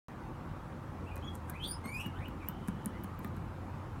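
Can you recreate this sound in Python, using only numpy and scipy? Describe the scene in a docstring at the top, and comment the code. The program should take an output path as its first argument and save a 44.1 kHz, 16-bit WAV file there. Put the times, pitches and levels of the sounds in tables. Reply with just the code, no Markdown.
"""A guinea pig drinks from a metal nozzle set in a plastic pipe, close to the microphone.
First a steady low rumble and a wavering drone sound alone. After a second, thin animal squeaks, mostly
rising, begin in the room, and the drinking starts: at each bite the valve pin strikes the nozzle with
a high click and the wet lips smack. From about two seconds on, harder bites drive the pipe's low mode
into stronger thumps. The squeaks end near three seconds, the bites soon after, and the rumble remains."""
import sys
import numpy as np
from scipy import signal
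from scipy.fft import rfft, irfft
from scipy.io import wavfile
from scipy.ndimage import uniform_filter1d

SR = 44100
rng = np.random.default_rng(int(sys.argv[2]) if len(sys.argv) > 2 else 0)


def dump_mix(stems):
    """Bounce the given channels to the path in sys.argv[1] as a 16-bit WAV at rate SR."""
    frames = np.atleast_2d(stems).T  # one column per channel
    limited = np.clip(frames, -1, 1)  # hard clip at full scale
    pcm = np.round(limited * 32767).astype(np.int16)
    wavfile.write(sys.argv[1], SR, pcm)


N = 176400
CUTOFF_HZ = 16200

# Bites on the nozzle, each level relative within its column: time_s, thump_db, thump_hz, knock_db, smack_db
BITES = [(1.168, -41, 194, -50.5, -72), (1.353, -34.5, 203, -70, -63.5), (1.497, -54, 196, -49, -65),
         (1.856, -31.5, 213, -48, -77), (2.061, -29, 202, -49.5, -69), (2.286, -34.5, 208, -52, -74),
         (2.488, -34, 190, -53, -69), (2.684, -23, 198, -46.5, -68), (2.862, -25.5, 204, -53, -70),
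         (3.045, -32, 192, -51.5, -73), (3.193, -33, 191, -61, -80), (3.247, -30.5, 206, -45.5, -65.5),
         (3.372, -32.5, 188.9, -51.5, -72)]


def valve_clicks():
    """Impact excitation: the pin strikes the nozzle and rattles, driving a damped ring and a broad tick."""
    # Pin impacts: start_s, level_db, ring_hz, half_width_hz, tick_db (against the ring)
    clicks = [(1.1583, -24.5, 12300, 3000, -2), (1.1657, -27.5, 8850, 2500, -10),
              (1.178, -34, 8500, 3500, -2), (1.3537, -19, 8740, 1200, -10), (1.3536, -27, 12500, 1400, -16),
              (1.3615, -36, 7800, 2500, -8), (1.498, -10.5, 12200, 1400, -11),
              (1.502, -20, 10300, 2200, -11), (1.677, -19, 14400, 2000, -5), (1.686, -21, 11900, 1500, -7),
              (1.859, -16, 12100, 1000, -22), (2.063, -25, 13600, 2000, -2), (2.069, -27, 13000, 3000, 2),
              (2.284, -24.5, 14900, 1800, -16), (2.487, 0, 14250, 1300, -34), (2.6771, -27, 9280, 2600, -7),
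              (2.6841, -16, 9700, 1500, -10), (2.6882, -32, 9040, 3000, -8), (2.847, -30, 14600, 1400, -14),
              (2.859, -6.5, 9660, 1290, -10), (3.0376, -16, 14500, 1600, -17),
              (3.0433, -22, 10230, 1200, -6), (3.191, -20.5, 14800, 1700, -17),
              (3.1939, -32, 13000, 1400, -18), (3.2467, -24.5, 13960, 3010, -6),
              (3.276, -32, 14200, 2000, -12), (3.3667, -36, 11000, 3000, 1)]
    # Spectrum of the broad tick: frequency_hz, gain_db
    tick_spectrum = [(1000, -15), (2500, -22), (5000, -34), (7000, -6), (9500, -26), (12500, 1),
                     (15000, -3), (17000, -26)]
    rattle_decay_s, rattle_db = 0.0012, -8.5
    out, hz, t = np.zeros(N), np.fft.rfftfreq(1024, 1 / SR), np.arange(512) / SR
    for start_s, level_db, ring_hz, half_width_hz, tick_db in clicks:
        ring = 1 / (1 + ((hz - ring_hz) / half_width_hz) ** 2)
        tick = amp(tick_db + at_frequency(tick_spectrum, hz))
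        contact = rng.standard_normal(len(t)) * np.exp(-t / rattle_decay_s) * (1 - np.exp(-t / 0.000074))
        contact *= amp(rattle_db) / np.linalg.norm(contact)
        contact[np.argmin(abs(t - .0002))] += 1  # the strike itself
        add(out, start_s, amp(level_db) * np.convolve(contact, minimum_phase(np.hypot(ring, tick))))
    return out + amp(-18) * reverberation(out)


def pipe_thumps():
    """Free damped vibration: after a bite the pipe's low mode thumps and its upper modes knock."""
    # Upper modes of the pipe: frequency_hz, gain_db, t60_s
    modes = [(408, -1.5, 0.046), (1060, 1, 0.082), (1280, -3, 0.015), (1646, 8.5, 0.013), (2204, -11, 0.12),
             (2790, -16.5, 0.01), (3700, -9, 0.019)]
    thump_rise_s, thump_t60_s = 0.004, 0.066
    out, t = np.zeros(N), np.arange(SR // 4) / SR
    for start_s, thump_db, thump_hz, knock_db, _ in BITES:
        envelope = (1 - np.exp(-t / thump_rise_s)) * amp(thump_db + 4.5 - 60 * t / thump_t60_s)
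        sound = -np.sin(2 * np.pi * thump_hz * t) * envelope
        for mode_hz, gain_db, t60_s in modes:
            detuned_hz = mode_hz * (1 + 0.077 * rng.standard_normal())
            sound += amp(knock_db + gain_db - 60 * t / t60_s) * np.sin(2 * np.pi * detuned_hz * t)
        add(out, start_s, sound)
    return out + amp(-11.5) * reverberation(out)


def lip_smacks():
    """Shot noise: the wet lips give a fizz of tiny impulses that swells and fades around each bite."""
    # Spectrum of the fizz: frequency_hz, gain_db
    spectrum = [(2000, -20), (5000, -1), (8500, 5), (12000, 2), (16000, -20)]
    fade_s, grains_per_s = 0.019, 5000
    t, hz = np.arange(N) / SR, np.fft.rfftfreq(N, 1 / SR)
    envelope = sum(amp(smack_db) * np.exp(-abs(t - time_s) / fade_s) for time_s, *_, smack_db in BITES)
    grains = rng.standard_normal(N) * (rng.random(N) < grains_per_s / SR)
    return envelope * coloured(grains, amp(at_frequency(spectrum, hz)))


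def squeaks():
    """Source and filter: the throat colours a whistle's overtones; hoarseness adds jitter and rasp."""
    # Calls: bright_db (overtone strength), then a contour of time_s, pitch_hz, level_db, roughness (0-1)
    calls = [ (-17, [(1.058, 2500, -56.5, 0.62), (1.095, 2850, -59.5, 0.26), (1.112, 2800, -69, 0.2)]),
             (-17, [(1.108, 2360, -55, 0.05), (1.12, 2480, -52, 0), (1.128, 2480, -70, 0.1),
             (1.147, 2430, -67, 0.14), (1.184, 2514, -60, .15)]), (-13, [(1.222, 3070, -54.5, 0.17),
             (1.25, 3373, -52, 0.04), (1.28, 3328, -49, 0), (1.312, 3263, -60, 0.2),
             (1.34, 3320, -72, 0.1)]), (-28, [(1.242, 6740, -66, 0.03), (1.258, 6800, -65, 0),
             (1.268, 6530, -78, 0.1), (1.276, 5900, -70, 0.15), (1.287, 5640, -69, 0.1)]),
             (-30, [(1.485, 1600, -52, 0.1), (1.515, 1652, -52, 0)]), (-8.5, [(1.535, 1896, -53, 0.15),
             (1.55, 2230, -52, 0.2), (1.562, 2495, -49, 0.1), (1.585, 2630, -62, 0.14),
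             (1.605, 2610, -60, 0.2)]), (-8, [(1.595, 2980, -56, 0.05), (1.632, 3243, -38.5, 0.27),
             (1.66, 3630, -44, 0.7), (1.69, 3520, -75, 0.5)]), (-6, [(1.638, 4000, -48, 0.8),
             (1.656, 4500, -54, 0.15), (1.68, 4620, -54, 0.2), (1.693, 4760, -44.5, 0),
             (1.712, 4760, -42.5, 0.08), (1.725, 5130, -58, .02), (1.745, 5080, -49, 0.02),
             (1.765, 5130, -78, .03)]), (3, [(1.837, 2133, -51, 0.05), (1.856, 2110, -47.5, 0),
             (1.878, 2190, -46.5, 0.1), (1.897, 2293, -47.5, 0), (1.928, 2330, -48.5, 0.02),
             (1.942, 2444, -43.5, 0), (1.968, 2484, -42.5, 0.09), (1.995, 2633, -44, 0.13)]),
             (1, [(1.993, 2650, -44, 0.14), (2.01, 2823, -42.5, 0.6), (2.035, 2880, -50.5, 0.24),
             (2.052, 2912, -49.5, 0.15), (2.086, 2814, -55, 0.03)]), (-11, [(2.13, 1242, -52, 0.1),
             (2.18, 1632, -59, 0.84), (2.215, 2150, -55, 0.51), (2.23, 2420, -53.5, 0.15),
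             (2.243, 2597, -60, 0.44), (2.258, 2950, -46, 0.32), (2.27, 2980, -64, 0.5)]),
             (-10, [(2.40, 2520, -63, 0.35), (2.435, 2298, -54, 0.42), (2.46, 2463, -69, 0.8),
             (2.485, 2920, -54.5, 0.24), (2.505, 3125, -67, 0.1)]), (-13, [(2.89, 1604, -67, 0.45),
             (2.95, 2054, -57, 0.5), (2.99, 2200, -64, 0.55)]), (-19, [(2.52, 3170, -64, 0.24),
             (2.57, 3084, -68.5, 0.63), (3.08, 2950, -72, 0.67)])]
    # Response of the throat: frequency_hz, gain_db
    throat = [(1300, 11), (2150, 4.5), (2550, 8.5), (3300, 12.5), (4300, -8.5), (4750, -15), (5200, -15),
              (6400, -16), (7450, -15), (8400, -15), (9000, -5.5), (9900, -7.5), (10500, -22), (11400, -15),
              (12400, -14), (13400, -23), (14200, -17), (14700, -33)]
    rasp_db, rasp_from_hz, tilt_db_per_octave = -14, 5000, -1
    out, f = np.zeros(N), np.fft.rfftfreq(N, 1 / SR)
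    hiss = coloured(rng.standard_normal(N), amp(at_frequency(throat, f) / 2) * (f > rasp_from_hz))
    for bright_db, contour in calls:
        times, *columns = np.transpose(contour)
        t = np.arange(times[0], times[-1], 1 / SR)
        pitch_hz, level_db, roughness = (np.interp(t, times, column) for column in columns)
        jitter = (0.002 + 0.08 * roughness) * wander(len(t), hz=533)
        phase = 2 * np.pi * np.cumsum(pitch_hz * (1 + jitter)) / SR
        rasp = amp(bright_db + rasp_db) * np.sqrt(roughness) * hiss[round(t[0] * SR):][:len(t)]
        voice = np.sin(phase) + rasp
        for k in range(2, 8):
            throat_db = at_frequency(throat, k * pitch_hz) - at_frequency(throat, pitch_hz)
            overtone_db = bright_db + throat_db + tilt_db_per_octave * np.log2(k) + 5 * roughness
            # each overtone flutters in level and phase
            flutter = unit(1 + 0.7 * (wander(len(t), hz=80) + 1j * wander(len(t), hz=80)))
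            overtone = (flutter * np.exp(1j * k * phase)).imag
            voice += (k * pitch_hz < CUTOFF_HZ) * amp(overtone_db) * overtone
        fades = np.clip(np.minimum(t - t[0], t[-1] - t) / 0.0041, 0, 1)
        shimmer = 1 + 0.5 * roughness * wander(len(t), hz=200)
        add(out, t[0], voice * fades * amp(level_db) * shimmer)
    return out + amp(-2.5) * reverberation(out)


def rumble():
    """Filtered noise: a bass-heavy spectrum, slightly uneven over time and frequency."""
    # Spectral shape of the rumble: frequency_hz, gain_db
    spectrum = [(15, -50), (25, -24), (43, -4), (77, -6.5), (96, -4), (168, -5.5), (187, -9.5), (222, -7.5),
                (255, -12), (328, -11.5), (434, -21), (513, -16.5), (624, -22), (897, -17.5), (1190, -19.5),
                (1810, -30), (3250, -40.5), (4940, -47.5), (6010, -48.5), (16000, -56)]
    level_db, patch_db = -44, 2.0
    cells = signal.stft(rng.standard_normal(N), SR, nperseg=1024, noverlap=768)[2]
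    patches = uniform_filter1d(rng.standard_normal(cells.shape), size=5, axis=0)
    patches = unit(uniform_filter1d(patches, size=7, axis=1))
    noise = signal.istft(cells * amp(patch_db * patches), nperseg=1024, noverlap=768)[1][:N]
    return amp(level_db) * coloured(noise, amp(at_frequency(spectrum, np.fft.rfftfreq(N, 1 / SR))))


def drone():
    """Random frequency and amplitude modulation make a low sine tone waver."""
    # Course of the tone: time_s, pitch_hz, level_db
    contour = [(0, 84.2, -51), (.45, 88.84, -49.5), (.75, 84.75, -58), (1.0, 84.85, -44.5),
               (1.5, 83, -43.5), (1.8, 89.36, -47.5), (2.25, 90.25, -44), (2.55, 88.4, -55.5),
               (3.5, 89, -42), (4, 93.95, -48.5)]
    times, *columns = np.transpose(contour)
    pitch_hz, level_db = (np.interp(np.arange(N) / SR, times, column) for column in columns)
    phase = 2 * np.pi * np.cumsum(pitch_hz * (1 + 0.022 * wander(N, hz=10))) / SR
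    return amp(level_db) * np.sin(phase) * (1 + 0.14 * wander(N, hz=26))


def reverberation(x):
    """Diffuse field: reflections from the walls decay exponentially, the treble first."""
    # Reverberation time of the room: frequency_hz, t60_s
    decay_times = [(200, 0.36), (2500, 0.23), (5000, 0.13), (10000, 0.14), (16000, 0.088)]
    hz, t, cells = signal.stft(rng.standard_normal(SR // 2), SR, nperseg=256)
    decay = amp(-60 * t / at_frequency(decay_times, hz)[:, None])
    tail = signal.istft(cells * decay, SR, nperseg=256)[1]
    tail *= np.minimum(np.arange(len(tail)) / SR / 0.0039, 1)  # builds up over 3.9 ms
    return signal.fftconvolve(x, tail / np.linalg.norm(tail))[:N]


def amp(db):
    """Decibels to amplitude ratio."""
    return 10 ** (np.asarray(db) / 20)


def unit(x):
    """Normalisation to rms 1."""
    return x / np.sqrt(np.mean(abs(x) ** 2) + 1e-20)


def at_frequency(points, hz):
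    """Interpolation on a log-frequency axis."""
    f, value = np.transpose(points)
    return np.interp(np.log(hz + 1), np.log(f), value)


def coloured(x, gain):
    """Spectral filtering, normalised to rms 1."""
    return unit(irfft(rfft(x) * gain, len(x)))


def add(mix, start_s, sound):
    """Superposition of a sound from start_s on."""
    part = mix[round(start_s * SR):][:len(sound)]
    part += sound[:len(part)]


def wander(size, hz):
    """Low-pass noise: random motion of rms about 1, mostly slower than hz."""
    span = max(size, SR // 2)
    f = np.fft.rfftfreq(span, 1 / SR)
    return coloured(rng.standard_normal(span), 1 / (1 + (f / hz) ** 4))[:size]


def minimum_phase(gain):
    """Minimum phase gives the sharpest impulse response with this spectrum."""
    log_gain = np.log(np.r_[gain, gain[-2:0:-1]] + 1e-7)
    return np.fft.ifft(np.exp(np.conj(signal.hilbert(log_gain)))).real


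def scene():
    """Superposition: all sources add at one microphone."""
    return (valve_clicks() + lip_smacks() + pipe_thumps() + squeaks() + rumble() + drone())[None]


def record(dry):
    """Gating and band limiting: a moment of silence, then the sound through a steep low-pass filter."""
    gate = np.arange(N) / SR >= 0.084
    low_pass = signal.firwin(255, CUTOFF_HZ, window=("kaiser", 8), fs=SR)
    return signal.oaconvolve(dry * gate, low_pass[None], "same")


dry = scene()
out = record(dry)
dump_mix(out)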